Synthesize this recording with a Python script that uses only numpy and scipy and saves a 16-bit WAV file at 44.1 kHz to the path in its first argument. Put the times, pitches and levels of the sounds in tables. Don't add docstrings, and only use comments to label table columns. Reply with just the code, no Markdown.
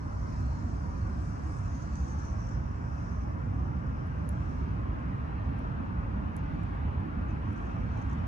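import sys
import numpy as np
from scipy import signal
from scipy.fft import rfft, irfft, next_fast_len
from scipy.io import wavfile
from scipy.ndimage import uniform_filter1d, map_coordinates

SR = 44100
rng = np.random.default_rng(int(sys.argv[2]) if len(sys.argv) > 2 else 0)


def materialize(psi):
    bounded = np.clip(np.atleast_2d(psi).T, -1, 1)
    quanta = np.round(bounded * 32767).astype(np.int16)
    wavfile.write(sys.argv[1], SR, quanta)


N = 364707

# frequency in Hz, relative level in dB.
AIR_EQ = [(1000, -0.5), (6000, -3), (8500, -0.5), (10500, -1), (12400, -5.5), (13100, -19), (14400, -29.5)]
RUMBLE_EQ = [(12, -59.5), (24, -28.5), (31, -27), (41, -8.5), (52, -2), (65, 0.5), (76, -2), (105, -3.5),
             (145, -12.5), (220, -21), (400, -48), (900, -90.5)]
DRONE_EQ = [(50, -40), (100, -6.5), (130, -1), (175, -1.5), (200, -3), (230, -3), (295, -6), (350, -12.5),
            (420, -18.5), (600, -32), (1500, -80)]
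FAR_TYRE_EQ = [(150, -23.5), (350, -8), (500, -2.5), (720, -1.5), (950, -0.5), (1130, -1), (1320, -2.5),
               (1600, -7.5), (2000, -16.5), (2600, -23), (3400, -34), (5000, -38.5), (8000, -57),
               (13000, -73)]
NEAR_TYRE_EQ = [(200, -26.5), (400, 0), (600, 0), (1100, -1.5), (1600, -1.5), (2000, -3.5), (2600, -6),
                (3300, -16), (4200, -23), (6000, -31), (9000, -50), (13000, -66)]
SWISH_EQ = [(1800, -19), (3000, -3), (3800, 0), (4400, 0), (5200, -12), (7000, -24), (8600, -18.5),
            (12000, -32.5)]
SPRAY_EQ = [(3000, -35), (6000, -8), (7300, -2.5), (8500, 1), (9300, -8), (10500, -17), (12400, -26.5),
            (14000, -49.5)]
JET_EQ = [(1500, -27), (3600, -10), (4400, 0.5), (5300, 0.5), (6300, 0), (7100, -7), (8000, -5.5),
          (9000, -10), (10500, -23.5), (12400, -28), (13500, -54.5)]
# frequency in Hz, likeness from 0 to 1, left minus right in dB, left lag in seconds.
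TRAFFIC_IMAGE = [(60, 0.98, -1, 0.00022), (148, 0.93, -3, 0.00025), (262, 0.55, -4, 0.00055),
                 (413, 0.45, -0.5, 0.00072), (770, 0.57, 2.5, 0.00069), (1013, 0.57, 0, 0.00034),
                 (1480, 0.7, 2, 0.00036), (1870, 0.35, 0, 0.00034), (2610, .48, 0, .00032),
                 (4000, .17, -0.5, .00033)]
VENT_IMAGE = [(4050, 0.25, 1, 0.0003), (5900, 0.14, -0.3, .00027), (6900, 0.55, -0.5, .0003),
              (7750, 0.85, -5.5, 0.0003), (8950, 0.94, 0.5, 0.000291), (11000, 0.72, 0, .000275)]
# delay in seconds, level in dB.
REFLECTIONS = [(.0034, -36.5), (.0062, -32), (.0076, -36)]
# pitch in Hz, width in Hz, level in dB.
ENGINE_NOTES = [(66, 9, -43.5), (175.5, 4, -53.5)]
# time in seconds, level in dB.
CAR_FADER = [(0, -77), (1.3, -63.5), (3.3, -62.5), (5, -55), (6, -56.5), (6.6, -54.5), (7.4, -54.5),
             (8.27, -52)]
# middle in seconds, half length in seconds, level in dB.
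SWISH_CUES = [(2.1, .35, -75), (3.05, 0.099, -81), (4.6, 0.36, -75), (5.6, .3, -77), (6.65, 0.26, -72.5),
              (7.95, .13, -73)]
SPRAY_CUES = [(1.25, .09, -72), (1.54, 0.1, -69), (3.0, 0.22, -81), (4.42, 0.21, -81), (7.6, 0.13, -80),
              (8.07, .12, -79)]
# time in seconds, snap level in dB, pitch in Hz, fizzle level in dB.
SPARK_CUES = [(.408, -58, 10300, -68), (3.675, -65, 10300, -76), (4.072, -59, 10300, -70),
              (4.2915, -34.5, 10100, -59), (4.3083, -58, 10600, -73), (4.322, -63, 10000, -75),
              (5.5908, -55, 10300, -65), (6.3662, -39.5, 9800, -55), (6.376, -63, 10500, -66),
              (6.6333, -59, 8700, -61), (7.002, -63, 10500, -74), (7.531, -56, 10200, -68),
              (8.131, -59, 8500, -68)]
# pitch ratio, level in dB against the main ring.
SPARK_UNDERTONES = [(0.76, -9), (.36, -23)]
# time in seconds, rough peak level in dB.
SPIT_CUES = [(1.586, -54), (1.823, -51), (1.935, -54), (1.955, -45), (2.027, -54), (2.09, -53),
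             (2.253, -46), (2.489, -51), (2.535, -58), (2.884, -63), (2.979, -61), (3.159, -64),
             (6.381, -61), (6.392, -63), (7.2926, -64), (7.308, -59), (7.453, -64), (7.485, -64),
             (7.5615, -59), (7.5765, -58), (7.669, -63.5), (7.96, -63), (7.975, -55), (8.016, -61),
             (8.0235, -59), (8.098, -56), (8.113, -57), (8.13, -52)]
# start in seconds, length in seconds, attack in seconds, level in dB, opening pitch in Hz.
SURGE_CUES = [(1.05, .3, 0.27, -71, 5970), (1.45, .41, 0.32, -66.5, 6510), (1.89, .24, 0.096, -62.5, 6350),
              (2.15, .17, 0.044, -62.5, 6120), (2.34, .2, 0.06, -65, 5880), (2.85, .39, .15, -72, 6200),
              (4.24, .39, 0.089, -75, 5900), (7.26, .05, .04, -77, 6300), (7.435, .07, .03, -81, 6260),
              (7.551, .17, 0.019, -78, 6200), (7.875, .15, .08, -76, 6150), (8.085, .055, .02, -78, 6400)]
# time in seconds, level in dB.
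BURN_FADER = [(0, -67.5), (.4, -64), (.8, -66), (1.45, -65.5), (2.2, -65.5), (2.6, -68.5), (3.15, -70.5),
              (3.45, -74), (3.8, -72.5), (4.15, -75), (4.55, -72.5), (4.85, -79), (5.4, -78), (6.2, -83),
              (6.6, -78), (7.1, -86.5), (7.7, -75), (8.27, -77)]


def amp(db):
    return 10 ** (np.asarray(db) / 20)


def unit(x):
    return x / np.sqrt(np.mean(x ** 2) + 1e-20)


def along(points, hz):
    knots_hz, *columns = np.transpose(points)
    return [np.interp(np.log(hz + 1), np.log(knots_hz + 1), column) for column in columns]


def fader(rows):
    return np.interp(np.arange(N) / SR, *np.transpose(rows))


def wobble(rate):
    knots = rng.standard_normal(int(N * rate / SR) + 4)
    return map_coordinates(knots, [np.arange(N) * rate / SR])


def filtered(x, response):
    m = next_fast_len(N + SR // 2)
    return irfft(rfft(x, m) * response(np.fft.rfftfreq(m, 1 / SR)), m)[..., :N]


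def rush(eq, patchy_db, size=4):
    cells = signal.stft(rng.standard_normal((2, N)), nperseg=2048)[2]
    patches = uniform_filter1d(rng.standard_normal(cells.shape[1:]), size=size, axis=0)
    patches = uniform_filter1d(patches, size=size + 1, axis=1)
    pair = signal.istft(cells * amp(patchy_db * unit(patches)), nperseg=2048)[1][:, :N]
    return filtered(pair, lambda hz: amp(along(eq, hz)[0]))


def at_ports(pair, image):
    m = next_fast_len(N + SR // 2)
    hz = np.fft.rfftfreq(m, 1 / SR)
    alike, left_db, lag = along(image, hz)
    turn = np.arccos(np.clip(alike, 0, 1)) / 2
    mid, side = rfft(pair, m) * [np.cos(turn), np.sin(turn)]
    lean = amp(left_db / 2) * np.exp(-1j * np.pi * hz * lag)
    return unit(irfft(np.array([(mid + side) * lean, (mid - side) / lean]), m)[:, :N])


def add(track, s, sound):
    part = track[..., max(round(s * SR), 0):][..., :sound.shape[-1]]
    part += sound[..., :part.shape[-1]]


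def air(db=-82):
    return amp(db) * at_ports(rush(AIR_EQ, patchy_db=3), VENT_IMAGE)


def traffic(rumble_db=-33.5):
    def layer(db, eq, **texture):
        return amp(db) * at_ports(rush(eq, **texture), TRAFFIC_IMAGE)

    drone_db = fader([(3.44, -41.5), (3.47, -39)])
    tyre_db = fader([(3.7, -46.5), (5.7, -45)])
    rumble = layer(rumble_db + 0.25 * wobble(4.9), RUMBLE_EQ, patchy_db=0.45)
    drone = layer(drone_db + 0.4 * wobble(2.86), DRONE_EQ, patchy_db=1.62)
    tyres = layer(tyre_db + 0.13 * wobble(11), FAR_TYRE_EQ, patchy_db=2.4, size=3)
    car = layer(fader(CAR_FADER) + 0.38 * wobble(2.4), NEAR_TYRE_EQ, patchy_db=3, size=3)
    return rumble + drone + tyres + car


def engine_throb():
    t, notes = np.arange(N) / SR, np.zeros(N)
    for hz, width, db in ENGINE_NOTES:
        phase = 2 * np.pi * hz * t
        notes += amp(db) * unit(wobble(2 * width) * np.cos(phase) + wobble(2 * width) * np.sin(phase))
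    return np.std(notes) * at_ports(np.array([notes, np.zeros(N)]), TRAFFIC_IMAGE)


def vent_swells(cues, eq):
    t = np.arange(N) / SR
    envelope = sum(amp(db) * np.exp(-((t - s) / half_length) ** 2) for s, half_length, db in cues)
    return envelope * at_ports(rush(eq, patchy_db=5.5), VENT_IMAGE)


def sparks(ring_s=0.00015, crack_s=0.00003, crack_db=-23, scatter_db=-29):
    lead_s, left_lag_s = 0.002, 0.000175
    fizzle_t60, scatter_t60 = 0.014, 0.05
    t = np.arange(SR // 12) / SR - lead_s - np.array([[left_lag_s], [-left_lag_s]]) / 2
    crack = amp(crack_db) * t / crack_s * np.exp(0.5 - (t / crack_s) ** 2 / 2)
    ring_envelope = np.exp(1 - np.hypot(t / ring_s, 1) ** 1.3)
    partials = [(1, 0)] + SPARK_UNDERTONES
    snaps, fizzle, scatter = np.zeros((3, 2, N))
    for s, db, hz, fizzle_db in SPARK_CUES:
        tones = sum(amp(level) * np.sin(2 * np.pi * ratio * hz * t) for ratio, level in partials)
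        add(snaps, s - lead_s, amp(db) * (ring_envelope * tones + crack))
        add(fizzle, s - lead_s, amp(fizzle_db - 60 * np.abs(t) / fizzle_t60) * (t > 0))
        add(scatter, s - lead_s, amp(db + scatter_db - 60 * np.abs(t) / scatter_t60) * (t > 0))
    crisp = unit(rush([(1500, -20), (4000, 6), (9000, -3), (12000, -6), (16000, -10)], patchy_db=-4))
    grass = unit(rush([(2000, -8), (5000, -1), (8000, 6), (10500, 12), (14000, -7)], patchy_db=3))
    return snaps + fizzle * crisp + scatter * grass


def resonance(centre_hz, half_width_hz):
    skirt = [(0, 0), (half_width_hz, -1.5), (1.6 * half_width_hz, -11), (3 * half_width_hz, -26),
             (SR / 2, -120)]
    phase = 2 * np.pi * np.cumsum(centre_hz) / SR
    return sum(rush(skirt, patchy_db=4, size=3) * carrier for carrier in (np.cos(phase), np.sin(phase)))


def jet(centre_hz, ring_db, half_width_hz, splutter=0.32, upper_ratio=1.27, upper_db=-14):
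    spurts_db = splutter * (2 * wobble(35) + 3 * wobble(170)) + 0.36 * wobble(5.6)
    broad = amp(0.45 * spurts_db) * at_ports(rush(JET_EQ, patchy_db=4.5), VENT_IMAGE)
    lower = resonance(centre_hz, half_width_hz)
    upper = amp(upper_db) * resonance(upper_ratio * centre_hz, half_width_hz)
    ring = amp(spurts_db) * at_ports(lower + upper, VENT_IMAGE)
    return (broad + amp(ring_db) * ring) / np.hypot(1, amp(ring_db))


def spits(pitch_hz=6170, rise_s=0.001, t60=0.028, crest_db=7):
    t, envelope = np.arange(SR // 10) / SR, np.zeros(N)
    attack = np.minimum(t / rise_s, 1)
    for s, db in SPIT_CUES:
        add(envelope, s - rise_s, attack * amp(db - crest_db - 60 * (t - rise_s) / t60))
    return envelope * jet(np.full(N, pitch_hz), ring_db=8.5, half_width_hz=410)


def surges(release_s=0.04, sag_hz_per_s=630):
    t, envelope, weighted_hz = np.arange(N) / SR, np.zeros(N), np.zeros(N)
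    for s, length, attack, db, hz in SURGE_CUES:
        end = s + length
        swell = amp(db) * fader([(s, 0), (s + attack, 1)]) * fader([(end, 1), (end + release_s, 0)])
        envelope += swell
        weighted_hz += swell * (hz - sag_hz_per_s * (t - s))
    centre_hz = weighted_hz / (envelope + 1e-12)
    return envelope * jet(centre_hz, ring_db=8, half_width_hz=410, splutter=0.62)


def burn(pitch_hz=5625, wander_hz=79.7):
    ring_db = fader([(1.9, -3.5), (2.4, 6.5)])
    centre_hz = pitch_hz + wander_hz * wobble(3)
    return amp(fader(BURN_FADER)) * jet(centre_hz, ring_db, half_width_hz=540)


def scene():
    def echoes(hz):
        return 1 + sum(amp(db) * np.exp(-2j * np.pi * hz * delay) for delay, db in REFLECTIONS)

    vent = burn() + surges() + spits()
    swells = vent_swells(SWISH_CUES, SWISH_EQ) + vent_swells(SPRAY_CUES, SPRAY_EQ)
    grenade = vent + swells + sparks()
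    backdrop = traffic() + engine_throb() + air()
    return filtered(grenade + backdrop, echoes)


def record(dry, top_hz=14400):
    return filtered(dry, lambda hz: 1 / np.sqrt(1 + (hz / top_hz) ** 60))


dry = scene()
out = record(dry)
materialize(out)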